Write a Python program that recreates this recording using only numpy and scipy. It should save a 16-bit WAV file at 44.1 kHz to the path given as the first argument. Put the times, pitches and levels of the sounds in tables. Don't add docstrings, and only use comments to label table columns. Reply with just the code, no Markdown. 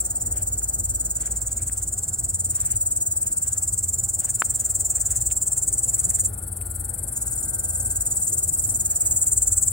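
import sys
import numpy as np
from scipy import signal
from scipy.fft import rfft, irfft, next_fast_len
from scipy.io import wavfile
from scipy.ndimage import uniform_filter1d, map_coordinates

SR = 44100
rng = np.random.default_rng(int(sys.argv[2]) if len(sys.argv) > 2 else 0)


def persist_wave(psi):
    counts = np.round(np.clip(psi, -1, 1) * 32767).astype(np.int16)
    wavfile.write(sys.argv[1], SR, np.atleast_2d(counts).T)


def voltage_ratio(level):
    return 10 ** (np.asarray(level, float) / 20)


N = 428631

# time in seconds, lead on the steady beat
# in strokes, ring level in dB, how far the wing faces the camera in dB, lag of the left side in ms.
NEAR_SONGS = [
    [(0.0, -0.094, -29.5, 0, -0.045), (1.0, -0.53, -29, 1.5, -0.056), (1.45, -0.57, -30.5, -0.5, -0.019),
     (2.0, -0.5, -30.5, -1, -0.015), (2.8, -0.67, -27, 5, -0.058), (3.15, -0.53, -28, 4.5, -0.056),
     (3.65, -0.47, -27.5, -1, -0.018), (4.4, -0.42, -28.5, 3, -0.0064), (4.9, -0.21, -26, -2, -0.0043),
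     (5.5, -0.22, -27.5, 5, 0.019), (6.28, -0.35, -27, 8, 0.033)],
    [(7.15, -0.072, -32, -3, -0.038), (7.58, -0.36, -32.5, 7, -0.041), (8.2, -0.56, -27, 0.5, -0.036),
     (8.85, -0.85, -27, 0, -0.057), (9.1, -0.9, -24, -0.5, -0.08), (9.3, -0.93, -24, 4, -0.098),
     (9.72, -0.77, -23.5, -1.5, -0.118)],
]
FAR_SONGS = [
    [(5.85, 0.36, -57, 0.01, 0), (6.2, 0.33, -41.5, 0, 0), (6.9, 0.41, -34.5, 0, 0),
     (7.26, 0.47, -35, 0.017, 0), (7.96, 0.46, -37.5, 0.005, 0), (8.4, 0.41, -33.5, 0.0041, 0),
     (9.3, 0.23, -40.5, 0, 0.0089), (9.72, 0.13, -34, 0.025, 0.01)],
]

# frequency in Hz, left level in dB, right level in dB.
NEAR_WING_COLOUR = [(3800, -44, -44), (6500, -18, -17), (7250, -1, 1), (8400, -1, -6), (9200, -9, -9),
                    (10200, -20, -17), (12500, -24, -25), (15200, -14, -18)]
FAR_WING_COLOUR = [(4000, -56, -56), (6600, -33, -34), (7300, -12, -15), (8700, 2, -11), (9900, -14, -13),
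                   (11000, -11, -14), (13200, -27, -36), (15300, -23, -31)]

# place in the stroke from -0.5 to 0.5, tooth size in dB,
# teeth per second.
WING_STROKE = [(-.5, -22.5, 600), (-.36, -18, 700), (-.23, -13.5, 1100), (-.12, 0.5, 380), (.0, 3, 300),
               (.1, 2, 420), (0.169, -0.5, 320), (.29, -10.5, 414), (.5, -18, 790)]

# frequency in Hz, level in dB per Hz.
RUMBLE_COLOUR = [(12, -72), (20, -22), (43, -3.5), (92, 1), (117, -1.5), (140, -12), (200, -17),
                 (260, -36.5), (440, -120)]
ROAR_COLOUR = [(76, -18), (130, -6), (253, -7.5), (285, -6.5), (452, -11), (782, -10), (1040, -21),
               (1480, -15.5), (1550, -21.5), (1670, -21), (2600, -35), (3820, -39), (4500, -27.5),
               (5850, -46), (9900, -120)]
RUSTLE_COLOUR = [(500, -34), (1000, -7), (1600, 2.5), (3000, -9), (5200, -13), (8000, -40)]

# frequency in Hz, left-right likeness from 0 to 1.
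LEFT_RIGHT_LIKENESS = [(60, .998), (180, 1), (350, 0.75), (700, 0.25), (1500, 0.057), (3000, 0.45)]

# time in seconds, level in dB.
ROAR_LEVEL = [(0, -46.5), (1.5, -47.5), (2.2, -48.5), (3.8, -49), (4.5, -48), (6.2, -46.5), (7.0, -45.5),
              (8.0, -45), (8.4, -47), (9.0, -45.5), (9.72, -49)]

# start in seconds, end in seconds, pitch in Hz, level in dB.
ENGINE_AND_TYRE_TONES = [(-.2, 2.0, 56, -39), (4.8, 8.1, 57, -41), (9.25, 9.7, 56, -39),
                         (0.2, 1.1, 90, -41), (1.45, 2.6, 88, -42), (3.6, 4.2, 88, -41),
                         (6.0, 7.0, 89, -40), (7.6, 8.1, 88, -39), (8.4, 8.7, 86, -41), (9.3, 9.8, 90, -39),
                         (0.6, 1.2, 597, -64), (4.0, 5.3, 597, -64), (7.5, 8.1, 597, -63),
                         (-.2, 0.7, 720, -63), (4.3, 5.2, 720, -65), (6.25, 6.95, 1416, -64),
                         (6.95, 7.6, 1407, -68), (9.4, 9.9, 1410, -67), (0.8, 1.8, 1570, -71),
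                         (2.9, 3.6, 1570, -71), (6.8, 7.45, 1572, -65), (7.35, 8.08, 1556, -59),
                         (8.7, 9.6, 1578, -70)]

# middle in seconds, half length in seconds, level in dB.
GRASS_SWISHES = [(0.375, 0.053, -56.5), (1.285, 0.093, -55), (1.616, 0.2, -59.5), (2.572, 0.051, -52.5),
                 (2.698, 0.07, -51), (3.257, 0.059, -58), (3.499, 0.09, -58), (4.253, 0.056, -51.5),
                 (4.563, 0.18, -58), (5.07, 0.15, -56), (5.947, 0.075, -57), (6.145, 0.077, -59),
                 (9.001, 0.16, -61)]

# time in seconds, peak in dB, left over right in dB, pitch in Hz.
TWIG_TICKS = [(0.3681, -45, 24, 1990), (0.6185, -37, 11, 1370), (1.2347, -37, 6, 1380),
              (1.277, -34, 7, 1796), (1.4471, -41, 8, 1430), (1.6968, -28.5, 8, 1772),
              (2.4983, -47, 2.5, 1339), (2.699, -41, 4.5, 1509), (4.2487, -30, 6, 960),
              (4.4203, -1.5, 4, 1400), (4.943, -49, 3.0, 1798), (5.036, -46, 3.0, 1780),
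              (5.3032, -32, -14, 3030), (5.3124, -27, 16, 2614), (5.5732, -36, 9, 1500),
              (6.111, -32, 5, 1900), (6.1964, -37, 13, 1807), (6.6138, -35, 15, 2420)]

NEAR_STROKES_PER_S, FAR_STROKES_PER_S = 19.4, 21.4
FIZZ_AT_DB = -28
CHORUS_DB = -52
RUMBLE_DB, RUMBLE_SWAY_DB, RUMBLE_SWAYS_PER_S = -38.5, -0.4, 3
ROAD_LEAD_SAMPLES = 12
TONE_SWELL_S = 0.12
WHINE_LEFT_DB, WHINE_LEFT_HZ = 7, 1000
KNOCK_RISE_CYCLES = 0.66
CAMERA_TOP_HZ = 15800


def unit(x):
    return x / np.sqrt(np.mean(x ** 2) + 1e-20)


def along(points, hz):
    f, *columns = np.transpose(points)
    return np.array([np.interp(np.log(hz + 1), np.log(f + 1), c) for c in columns])


def curves(rows):
    s, *columns = np.transpose(rows)
    return [np.interp(np.arange(N) / SR, s, c) for c in columns]


def wobble(rate):
    knots = rng.standard_normal(int(N * rate / SR) + 4)
    return map_coordinates(knots, [np.arange(N) * rate / SR])


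def coloured(x, gain):
    m = 2 * next_fast_len(N // 2 + 4096)
    cepstrum = irfft(np.log(gain(np.fft.rfftfreq(m, 1 / SR)) + 1e-6), m)
    cepstrum[..., 1:m // 2] *= 2
    cepstrum[..., m // 2 + 1:] = 0
    return irfft(rfft(x, m) * np.exp(rfft(cepstrum)), m)[..., :N]


def above(x, edge_hz):
    m = next_fast_len(N)
    hz = np.fft.rfftfreq(m, 1 / SR)
    return irfft(rfft(x, m) / (1 + (edge_hz / (hz + 1)) ** 24), m)[..., :N]


def clicks(s, size):
    at = np.ravel(s)[:, None] * SR
    near = np.floor(at) + np.arange(-7, 9)
    shape = np.sinc(near - at) * np.cos(np.pi * (near - at) / 16) ** 2
    where = np.clip(near, 0, N).astype(int).ravel()
    return np.bincount(where, (np.ravel(size)[:, None] * shape).ravel(), N + 1)[:N]


def rush(spectrum, patchy_db):
    z = signal.stft(rng.standard_normal((2, N)), nperseg=512)[2]
    patches = rng.standard_normal(z.shape[1:])
    patches = uniform_filter1d(uniform_filter1d(patches, 6, 0), 14, 1)
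    pair = signal.istft(z * voltage_ratio(patchy_db * unit(patches)), nperseg=512)[1][:, :N]

    def middle_and_side(hz):
        turn = np.arccos(np.clip(along(LEFT_RIGHT_LIKENESS, hz)[0], 0, .999)) / 2
        return voltage_ratio(along(spectrum, hz)) * [np.cos(turn), np.sin(turn)]

    mid, side = coloured(pair, middle_and_side)
    return unit(np.array([mid + side, mid - side]))


def glances(rows, reach_s, db):
    detour = reach_s * rng.random((rows.max() + 1, 8)) ** 1.5
    size = rng.standard_normal(detour.shape) * voltage_ratio(db - 7 * detour / reach_s)
    return detour[rows], size[rows]


def ring_share(hz):
    return 1 / (1 + (hz / 9800) ** 14) / (1 + (6000 / (hz + 1)) ** 20)


def cricket(songs, beat, wing, fizz_db, fizz_lags, leaves_db, loose_db, jitter_ms, fizz_depth):
    t = np.arange(N) / SR
    lead, ring_db, facing_db, lag_ms = curves(np.vstack(songs))
    stroke, part = np.divmod(beat * t + lead + .5, 1)
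    count = (stroke - stroke.min()).astype(int)
    middle = t + (.5 - part) / beat
    singing = sum((middle > song[0][0]) & (middle < song[-1][0]) for song in songs) > 0

    parts, sizes_db, rates = np.transpose(WING_STROKE)
    teeth = np.cumsum(np.interp(part - .5, parts, rates)) / SR
    i = np.flatnonzero(np.diff(np.floor(teeth)) * singing[1:])
    chance = rng.standard_normal((len(i), 2))
    strike_s = np.interp(np.floor(teeth[i]) + 1, teeth, t) + jitter_ms / 1000 * chance[:, 0]
    strike_db = np.interp(part[i] - .5, parts, sizes_db) + 1.5 * chance[:, 1]

    which = count[i]
    each = np.arange(len(i))
    shared = [glances(which, .0017, -4), glances(which, .007, -9)]
    layers = np.zeros((2, 2, N))
    for ear in range(2):
        heard = (strike_s + (.5 - ear) * lag_ms[i] / 1000)[:, None]
        for layer, depth, early in ((0, 1, 0), (1, fizz_depth, .003)):
            size = (singing[i] * voltage_ratio(depth * strike_db))[:, None]
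            if layer == 0:
                layers[layer, ear] += clicks(heard, size)
            leaves = glances(which, .009, leaves_db)
            loose = glances(each, .0044, loose_db)
            for delay, gain in (shared[layer], leaves, loose):
                layers[layer, ear] += clicks(heard + delay - early, size * gain)
    ring = coloured(layers[0], lambda hz: voltage_ratio(along(wing, hz)) * ring_share(hz))
    fizz = coloured(layers[1], lambda hz: voltage_ratio(along(wing, hz)) * (1 - ring_share(hz)))

    whole = np.bincount(count, singing) > .7 * SR / beat

    def stroke_mean(x):
        return (np.bincount(count, x) / np.bincount(count))[whole]

    def even(x, both):
        effort = np.sqrt(stroke_mean(np.mean(x ** 2, 0)))
        return x / np.interp(t, stroke_mean(t), effort) * np.std(x) / np.std(both)

    upper, top = above(ring, 8620), above(fizz, 7920)
    ring = even(ring - upper, ring) + voltage_ratio(facing_db) * even(upper, ring)
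    fizz = even(fizz - top, fizz) + even(top, fizz)
    fizz_gain = voltage_ratio(fizz_db - fizz_lags * (ring_db - FIZZ_AT_DB))
    return voltage_ratio(ring_db + 3.0) * (ring + fizz_gain * fizz)


def near_cricket():
    return cricket(NEAR_SONGS, NEAR_STROKES_PER_S, NEAR_WING_COLOUR, fizz_db=-9.5, fizz_lags=.17,
                   leaves_db=-10, loose_db=-9, jitter_ms=.03, fizz_depth=.72)


def chorus():
    noise = rng.standard_normal((2, N))
    hiss = coloured(noise, lambda hz: voltage_ratio(along(FAR_WING_COLOUR, hz)[1]))
    return voltage_ratio(CHORUS_DB + wobble(1.9)) * unit(hiss)


def traffic():
    roar_db, = curves(ROAR_LEVEL)
    rumble_db = RUMBLE_DB + RUMBLE_SWAY_DB * wobble(RUMBLE_SWAYS_PER_S)
    road = voltage_ratio(rumble_db) * rush(RUMBLE_COLOUR, patchy_db=1.0)
    road += voltage_ratio(roar_db) * rush(ROAR_COLOUR, patchy_db=1.5)
    road[1] = np.roll(road[1], ROAD_LEAD_SAMPLES)
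    t = np.arange(N) / SR
    sway_db, waver = 1.32 * wobble(10), 1.05 * wobble(5)
    for k, (start, end, hz, db) in enumerate(ENGINE_AND_TYRE_TONES):
        first = max(round((start - 2 * TONE_SWELL_S) * SR), 0)
        i = slice(first, round((end + 2 * TONE_SWELL_S) * SR))
        inside = np.minimum(t[i] - start, end - t[i])
        swell = np.clip(inside / TONE_SWELL_S / 2 + .5, 0, 1) ** 2
        own = k * N // len(ENGINE_AND_TYRE_TONES)
        pan_db = WHINE_LEFT_DB * (hz > WHINE_LEFT_HZ) * np.array([[.5], [-.5]])
        level = voltage_ratio(db + 3.0 + pan_db + np.roll(sway_db, own)[i])
        road[:, i] += swell * level * np.sin(2 * np.pi * hz * t[i] + np.roll(waver, own)[i])
    return road


def grass():
    t = np.arange(N) / SR
    grains = voltage_ratio(1.8 * wobble(150) + 2.4 * wobble(24.7))
    brushing = sum(voltage_ratio(db) * np.exp(-((t - s) / half) ** 4) for s, half, db in GRASS_SWISHES)
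    return brushing * unit(grains * rush(RUSTLE_COLOUR, patchy_db=-2.5)) * [[1.2], [.8]]


def twigs():
    out, t = np.zeros((2, N + SR)), np.arange(SR // 20) / SR
    for s, db, pan_db, hz in TWIG_TICKS:
        rise = np.sin(np.pi / 2 * np.minimum(t * hz / KNOCK_RISE_CYCLES, 1)) ** 2
        knock = voltage_ratio(-60 * t * hz / 7) * np.sin(2 * np.pi * hz * t) * rise
        resonance = [1, -1.8 * np.cos(2 * np.pi * hz / SR), .81]
        noise = signal.lfilter([1, 0, -1], resonance, rng.standard_normal((2, len(t)))) / 4
        scatter = voltage_ratio(-25.5 - 60 * t / 0.027) * noise
        level = voltage_ratio(db + 2.0 + pan_db * np.array([[.5], [-.5]]))
        out[:, round(s * SR):][:, :len(t)] += level * (knock + scatter)
    return out[:, :N]


def far_cricket():
    return cricket(FAR_SONGS, FAR_STROKES_PER_S, FAR_WING_COLOUR, fizz_db=-7.5, fizz_lags=.62,
                   leaves_db=-9, loose_db=-9, jitter_ms=.08, fizz_depth=.75)


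def scene():
    return near_cricket() + chorus() + traffic() + grass() + twigs() + far_cricket()


def low_pass(x):
    return signal.sosfilt(signal.butter(12, 17060, fs=SR, output="sos"), x)


def record(dry):
    m = next_fast_len(N)
    in_band = np.fft.rfftfreq(m, 1 / SR) < CAMERA_TOP_HZ
    kept = irfft(rfft(dry, m) * in_band, m)[:, :N]
    return low_pass(kept)


dry = scene()
out = record(dry)
persist_wave(out)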